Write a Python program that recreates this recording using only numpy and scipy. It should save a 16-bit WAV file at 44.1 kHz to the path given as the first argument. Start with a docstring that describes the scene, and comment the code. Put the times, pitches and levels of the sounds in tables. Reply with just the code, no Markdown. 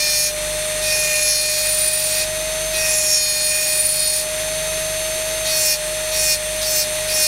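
"""In a workshop, the wet burr of a handheld rotary engraver grinds a drinking glass in short strokes.
The burr strikes once a turn and its grit scratches in between; this forced vibration makes the glass
buzz, rasp, ring and squeal. The motor whines at about 620 turns a second and slows under the load.
Air rushes through its housing, and mains hum and a low rumble lie underneath. The gain control of
one close microphone ducks everything during the strokes."""
import sys
import numpy as np
from scipy import signal
from scipy.fft import rfft, irfft, next_fast_len
from scipy.io import wavfile
from scipy.ndimage import uniform_filter1d

SR = 44100
rng = np.random.default_rng(int(sys.argv[2]) if len(sys.argv) > 2 else 0)


def log_audio(samples):
    """Write samples as a 16-bit WAV file to the path given in sys.argv[1]."""
    # one column per channel
    frames = np.atleast_2d(samples).T
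    # limit to full scale, then quantise
    limited = np.clip(frames, -1, 1)
    pcm = np.round(limited * 32767).astype(np.int16)
    wavfile.write(sys.argv[1], SR, pcm)


N = 320607


def glass(turns, stroke):
    """Forced vibration: the burr's strikes and grit drive all the modes of the glass."""
    gains, manner = contact(stroke)
    rough, bounce, _, _ = manner
    strikes, scratch = burr_strikes(turns, rough, bounce), grit(turns)
    return wall_buzz(strikes, scratch, gains, manner) + singing(strikes, scratch, gains)


def burr_strikes(turns, rough, bounce, jitter_turns=0.02, uneven_db=5):
    """Impact train: one strike a turn, scattered by roughness; bounce weakens every second one."""
    count = np.arange(1, int(turns[-1]))
    at = np.searchsorted(turns, count)
    chance = rng.standard_normal((len(count), 2))
    late = rms_one(signal.lfilter([1], [1, -.8], chance[:, 0])) * jitter_turns * rough[at]
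    when = np.clip(np.interp(count + late, turns, np.arange(N)), 0, N - 2)
    force = from_db(uneven_db * rough[at] * chance[:, 1]) * (1 - bounce[at] * (count % 2))
    sample, part = when.astype(int), when % 1
    clicks = np.bincount(sample, force * (1 - part), N) + np.bincount(sample + 1, force * part, N)
    return evened(clicks, span_s=0.24)


def grit(turns, gating=0.22):
    """Abrasion: diamond grains chip the glass, most strongly as the high side of the burr passes."""
    return rms_one(rng.standard_normal(N) * (1 + gating * np.cos(2 * np.pi * turns)))


# Modes of the hand-damped glass. Each row: frequency in Hz, bandwidth in Hz, relative gain in dB.
LOW_MODES = [(1860, 480, -3), (2410, 260, 6.5), (2690, 193, 5.5)]
MIDDLE_MODES = [(3806, 1100, -7.5), (4344, 230, 3.5), (4925, 86, -3)]
UPPER_MODES = [(5580, 310, 7), (6170, 570, 0.5)]
RIM_MODES = [(6714, 55, 13), (7490, 105, -0.5), (8640, 370, -1.5), (10100, 540, -25)]


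def wall_buzz(strikes, scratch, gains, manner, rasp_strikes=0.14, stutter_db=0.5):
    """Damped resonance: broad wall modes buzz, beside a rasp that turns tonal as the burr bounces."""
    rough, bounce, rasp_hz, lean_db = manner
    force = np.sqrt(1 - rough ** 2) * strikes + rough * scratch
    low = evened(resonate(force, LOW_MODES), 0.052)
    middle = evened(resonate(force, MIDDLE_MODES), 0.1)
    upper = evened(resonate(force, UPPER_MODES), 0.059)
    rim = evened(resonate(force, RIM_MODES), 0.16)
    lean = from_db(lean_db)   # energy passes between upper wall and rim as the burr slides
    top = (upper + lean * rim) / np.hypot(1, lean)
    buzz = gains["middle"] * middle + gains["upper"] * top
    rasp_force = (1 - bounce ** 2) * scratch + (rasp_strikes + bounce ** 2) * strikes
    scrape = gains["rasp"] * rasp(rasp_force, rasp_hz)
    stutter = evened(from_db(stutter_db * rough * drift(120)), 0.15)
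    return gains["low"] * low + stutter * (buzz + scrape)


def rasp(force, pitch_hz, spread_octaves=0.17, width_hz=700):
    """Contact stiffness: a broad band of scraping climbs as the burr is pressed in."""
    scrape = 0
    for hz in np.geomspace(3200, 9000, 9):
        band = signal.butter(2, [hz - width_hz / 2, hz + width_hz / 2], "band", fs=SR, output="sos")
        weight = np.exp(-.5 * (np.log2(hz / pitch_hz) / spread_octaves) ** 2)
        scrape = scrape + weight * signal.sosfilt(band, force)
    return evened(scrape, 0.011)


# Narrow high modes of the glass. Each row: frequency in Hz, bandwidth in Hz, relative gain in dB.
SQUEAL_MODES = [(9240, 12.5, 0)]
RING_MODES = [(10910, 48, 5), (11480, 110, -12)]
SHIMMER_MODES = [(7720, 75, -1), (13905, 30, 1), (14120, 34, 1), (15550, 200, -27)]


def singing(strikes, scratch, gains, ring_strikes=0.5, squeal_strikes=0.37, flicker_db=2.5):
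    """Light damping: grit and strikes keep narrow modes ringing; the squeal catches and lets go."""
    squeal = evened(resonate(scratch + squeal_strikes * strikes, SQUEAL_MODES), 0.021)
    squeal *= from_db(flicker_db * drift(23))
    force = scratch + ring_strikes * strikes
    ring = evened(resonate(force, RING_MODES, sign=1), 0.082)
    shimmer = evened(resonate(force, SHIMMER_MODES, sign=1), 0.082)
    return gains["squeal"] * squeal + gains["ring"] * ring + gains["shimmer"] * shimmer


# Strokes of the burr. Each row: landing time, press-in duration, and times of seating in the groove,
# easing and lifting, all in seconds, full and eased drag in turns per second, bounce from 0 to 1.
BURR_STROKES = [(-0.2, .2, -0.1, .175, .325, 13.2, 8.6, 0), (.805, .21, 1.31, 1.29, 2.27, 16.2, 4.7, .4),
                (2.715, .215, 3.14, 3.313, 4.26, 20, 11.6, .08),
                (5.44, .235, 5.705, 5.682, 5.787, 39.3, 20.7, .85),
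                (6.104, .185, 6.315, 6.318, 6.387, 39.3, 18.7, .8),
                (6.6, .18, 6.795, 6.785, 6.87, 38.7, 16.5, .85),
                (7.066, .163, 7.225, 7.23, 7.33, 39.5, 20, .8)]
# Response of the glass at the place of each stroke.
# Each row: trims in dB for low wall, middle wall, upper wall, ring, rasp and squeal.
PLACE_TRIMS = [(0.5, -6, 0.5, 0, -1.5, -3), (-1, 0, -1, 2, 0.5, -1.5), (-1, -1.5, -1.5, 1.5, -1, 1.5),
               (-4, 3.5, -1, -1.5, 0, -2), (-3.5, 3, 0, 0.5, -2, -1), (-6.5, 1.5, -10, -2.5, 2.5, -7),
               (-2.5, 0, -7, 4.5, -2, -3.5)]


def hand(touch_s=0.031, leave_s=0.047, seat_s=0.056, ease_s=.108, lift_s=.064, grip_turns_per_s=30.3):
    """Friction load: drag follows the hand as it presses the burr in, eases it and lifts it."""
    t = np.arange(N) / SR
    rows = np.array(BURR_STROKES)
    current = np.maximum(np.searchsorted(rows[:, 0], t, side="right") - 1, 0)
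    lands, press_s, seats, eases, lifts, full, light, bounce = rows[current].T
    eased = 1 - np.exp(-np.maximum(t - eases, 0) / ease_s)
    drag = ramp((t - lands) / press_s) * (full + (light - full) * eased) * ramp((lifts - t) / lift_s)
    return dict(touch=ramp(np.minimum((t - lands) / touch_s, (lifts - t) / leave_s)),
                pressure=ramp(drag / np.minimum(full, grip_turns_per_s)),
                seated=.5 + .5 * np.tanh((t - seats) / seat_s),
                along=ramp((t - lands) / (lifts - lands)),
                drag=drag, bounce=bounce, trims_db=np.array(PLACE_TRIMS)[current].T)


# Drive of the burr while skating and once seated, at lightest touch (first row) and full pressure.
# Each row: base levels in dB of low wall, middle wall, upper wall, ring and rasp, roughness from
# 0 to 1, rasp pitch in Hz, lean from upper wall to rim in dB.
SKATING_DRIVE = [(-28.5, -32.5, -32, -37, -31, 0.45, 3730, -6),
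                 (-26, -34, -22.5, -26.5, -24, 0.44, 6330, 1.5)]
SEATED_DRIVE = [(-29, -30.5, -31, -36.5, -31, .55, 4240, -1.5),
                (-25, -19.5, -21, -26.5, -25, 0.23, 5310, 4.5)]


def contact(stroke, wander_db=2.63, wander_hz=2.6, squeal_spot=0.71, bounce_smooths=.6):
    """Modal coupling: pressure, seating and place set each mode family's gain and the manner of cut."""
    pressure, seated = stroke["pressure"], stroke["seated"]
    skating, sitting = (np.outer(light, 1 - pressure) + np.outer(hard, pressure)
                        for light, hard in (SKATING_DRIVE, SEATED_DRIVE))
    *drives_db, rough, rasp_hz, lean_db = skating * (1 - seated) + sitting * seated
    *trims_db, squeal_trim_db = stroke["trims_db"]
    # The modes swell and fade as the burr wanders over the wall.
    families = ("low", "middle", "upper", "ring", "rasp")
    levels_db = {name: db + trim + wander_db * drift(wander_hz)
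                 for name, db, trim in zip(families, drives_db, trims_db)}
    # At the moment of seating the upper wall screeches, the low wall swells and energy leaves the rim.
    bite = 1 - (2 * seated - 1) ** 2
    levels_db["upper"] += 6 * bite
    levels_db["low"] += 4 * bite
    lean_db -= 7 * bite
    # Squeal and shimmer fade on either side of one spot along the stroke.
    off_spot = np.abs(stroke["along"] - squeal_spot)
    levels_db["squeal"] = -19.5 + squeal_trim_db - 18 * off_spot
    levels_db["shimmer"] = -26 - 12.5 * off_spot + 0.1 * stroke["drag"]
    gains = {name: stroke["touch"] * from_db(db) for name, db in levels_db.items()}
    bounce = stroke["bounce"] * pressure
    rough = ramp(rough * (1 - bounce_smooths * bounce))
    return gains, (rough, bounce, rasp_hz, lean_db)


# The burr catches on the glass and skips. Each row: start in seconds, number of knocks, level in dB.
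BURR_SKIPS = [(1.012, 5, -17), (1.163, 1, -15), (1.222, 1, -15), (2.884, 1, -16), (2.935, 2, -15),
              (2.985, 1, -15), (3.013, 3, -15.5), (3.064, 1, -15), (3.091, 6, -15), (4.14, 6, -21),
              (5.459, 2, -23), (6.616, 2, -20)]


def skips(gap_s=.0113, decay_s=.003):
    """Transient excitation: each knock of the skipping burr is a brief scratch that rings in the wall."""
    knocks = np.zeros(N)
    for start_s, count, db in BURR_SKIPS:
        times = start_s + gap_s * np.arange(round(count))
        knocks[(times * SR).astype(int)] = from_db(db)
    bursts = signal.lfilter([1], [1, -np.exp(-1 / (decay_s * SR))], knocks + 1e-18)
    scratch = rng.standard_normal(N)
    modes = MIDDLE_MODES + UPPER_MODES + RIM_MODES
    return resonate(bursts * scratch, modes) / np.std(resonate(scratch, modes))


# The unloaded motor, still picking up. Each row: time in seconds, speed in turns per second.
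NO_LOAD_SPEED = [(0, 618.4), (.8, 619.6), (2.4, 629.9)]


def shaft(drag, start_turns_per_s=603.5, inertia_s=.259, flutter=0.00072, flutter_hz=25):
    """Rotational inertia: the speed lags behind changes of drag. Returns the turns made so far."""
    free = np.interp(np.arange(N) / SR, *np.transpose(NO_LOAD_SPEED))
    speed = lag(free - drag, inertia_s, start_turns_per_s)
    return np.cumsum(speed * (1 + flutter * drift(flutter_hz))) / SR


# Tones of the rotor and of its ball bearings.
# Each row: multiple of the shaft speed, level in dB relative to the unloaded fundamental.
ROTOR_ORDERS = [(2, -24), (3, -18), (4, -14), (6, -15.5), (7, -12), (10, -10), (11, -24), (12, -17.5),
                (13, -17), (14, -23), (15, -22.5), (16, -18), (18, -18.5), (19, -31), (20, -23), (21, -28)]
BEARING_ORDERS = [(1.393, -23), (4.39, -19), (9.39, -24), (11.44, -25), (16.57, -19), (18.57, -25)]
# Resonances of the tool's housing. 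Each row: frequency in Hz, bandwidth in Hz, gain in dB.
HOUSING_MODES = [(6335, 126, -1.5), (8630, 71, 14.5)]


def motor(turns, grinding, level_db=-27, dip_db=-2.5, waver_db=0.8, wander_rad=0.1):
    """Rotating unbalance: a clean tone at the shaft speed, with overtones coloured by the housing."""
    angle = 2 * np.pi * turns
    waver, wander = drift(19), drift(25)
    tones = ROTOR_ORDERS + BEARING_ORDERS
    overtones = 0
    for (order, db), shift in zip(tones, rng.integers(0, N, len(tones))):
        gain = from_db(db + waver_db * np.roll(waver, shift))
        overtones = overtones + gain * np.sin(order * angle + wander_rad * np.roll(wander, shift))
    overtones = overtones + resonate(overtones, HOUSING_MODES, sign=1)
    # The whine dips further while the burr grinds hard, adding to the gain control's ducking.
    fundamental = from_db(dip_db * grinding) * np.sin(angle)
    return from_db(level_db) * np.sqrt(2) * (fundamental + overtones)


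# Air and bearing hiss through the housing. Each row: frequency in Hz, relative spectral level in dB.
RUSH_SPECTRUM = [(300, -11), (650, -4), (1250, -5), (1900, 1.5), (2500, 1), (3050, -2.5), (3500, 2.5),
                 (4900, -4.5), (6400, -1.5), (7800, -5.5), (8800, 4.5), (12400, -7), (14000, -18),
                 (16000, -19)]


def rush(turns, level_db=-25.5, throb=0.11, flicker_db=0.5):
    """Amplitude modulation: the hiss of air and bearings throbs with every turn."""
    swell = (1 + throb * np.cos(2 * np.pi * turns)) * from_db(flicker_db * drift(40))
    return from_db(level_db) * rms_one(shaped_noise(RUSH_SPECTRUM) * swell)


# Hum of the mains and of nearby machinery. Each row: frequency in Hz, rms level in dB.
HUM_TONES = [(50, -41), (100.3, -50), (150.6, -46), (172, -52), (252, -56)]
# Rumble of the workshop. Each row: frequency in Hz, relative spectral level in dB.
RUMBLE_SPECTRUM = [(20, -2), (45, -8), (85, -1), (125, -4.5), (210, -14.5), (360, -3), (520, -6.5),
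                   (900, -15.5), (4000, -23)]


def workshop(rumble_db=-40.5, waver_db=1.5, beat_db=0.7, beat_s=1.95, crest_s=.6):
    """Superposition: tones of mains and machinery add to a slowly beating hum over a low rumble."""
    t = np.arange(N) / SR
    hum = 0
    for hz, db in HUM_TONES:
        amplitude = np.sqrt(2) * from_db(db + waver_db * drift(3.5))
        hum = hum + amplitude * np.sin(2 * np.pi * (hz * t + rng.random()))
    beat = from_db(beat_db * np.cos(2 * np.pi * (t - crest_s) / beat_s))
    return beat * hum + from_db(rumble_db) * shaped_noise(RUMBLE_SPECTRUM)


def resonate(x, modes, sign=-1):
    """Modal superposition: parallel resonators; by default neighbours swing in opposite senses."""
    out = 0
    for k, (hz, width, db) in enumerate(modes):
        r = np.exp(-np.pi * width / SR)
        poles = [1, -2 * r * np.cos(2 * np.pi * hz / SR), r * r]
        gain = sign ** k * from_db(db) * (1 - r * r) / 2
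        out = out + gain * signal.lfilter([1, 0, -1], poles, x + 1e-18)
    return out


def shaped_noise(spectrum):
    """Spectral shaping: white noise is weighted by the given spectrum and scaled to rms 1."""
    hz, db = np.transpose(spectrum)
    grid = np.maximum(np.fft.rfftfreq(N, 1 / SR), 1)
    gain = from_db(np.interp(np.log(grid), np.log(hz), db))
    return rms_one(irfft(rfft(rng.standard_normal(N)) * gain, N))


def drift(rate_hz, step=20):
    """Random modulation: noise of rms 1, low-passed at the given rate."""
    size = next_fast_len(N // step + 2)
    hz = np.fft.rfftfreq(size, step / SR)
    slow = irfft(rfft(rng.standard_normal(size)) / (1 + (hz / rate_hz) ** 2), size)
    return rms_one(np.interp(np.arange(N) / step, np.arange(size), slow))


def lag(x, time_s, start):
    """Exponential relaxation: the output follows x from a starting value."""
    r = np.exp(-1 / (time_s * SR))
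    return signal.lfilter([1 - r], [1, -r], x, zi=[r * start])[0]


def evened(x, span_s):
    """Running normalisation: the rms is held at 1 over a sliding window; faster flicker stays."""
    return x / np.sqrt(np.abs(uniform_filter1d(x ** 2, max(int(span_s * SR), 1))) + 1e-14)


def rms_one(x):
    """Normalisation to rms 1."""
    return x / np.sqrt(np.mean(x ** 2) + 1e-20)


def from_db(db):
    """Amplitude ratio of a level in decibels."""
    return 10 ** (np.asarray(db) / 20)


def ramp(x):
    """Saturation at 0 and 1."""
    return np.clip(x, 0, 1)


def scene():
    """Superposition: glass, tool and room add up and reach both channels alike."""
    stroke = hand()
    turns = shaft(stroke["drag"])
    tool = motor(turns, stroke["seated"] * stroke["pressure"]) + rush(turns)
    sound = glass(turns, stroke) + skips() + tool + workshop()
    return np.array([sound, sound])


def gain_control(x, threshold_db=-18.5, slope=0.82, release_db_per_s=70, attack_s=0.092):
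    """Compression: above the threshold the gain sinks by a share of the excess, then recovers."""
    level_db = 10 * np.log10(np.abs(uniform_filter1d(x[0] ** 2, SR // 50)) + 1e-12)
    fall_db = release_db_per_s * np.arange(N) / SR
    excess_db = np.maximum.accumulate(np.maximum(level_db - threshold_db, 0) + fall_db) - fall_db
    return x * from_db(-slope * lag(excess_db, attack_s, excess_db[0]))


def record(dry):
    """Band limiting: a steep low-pass follows the microphone's gain control."""
    cutoff_hz = 15750
    low_pass = signal.ellip(12, .1, 90, cutoff_hz, fs=SR, output="sos")
    return signal.sosfilt(low_pass, gain_control(dry))


dry = scene()
out = record(dry)
log_audio(out)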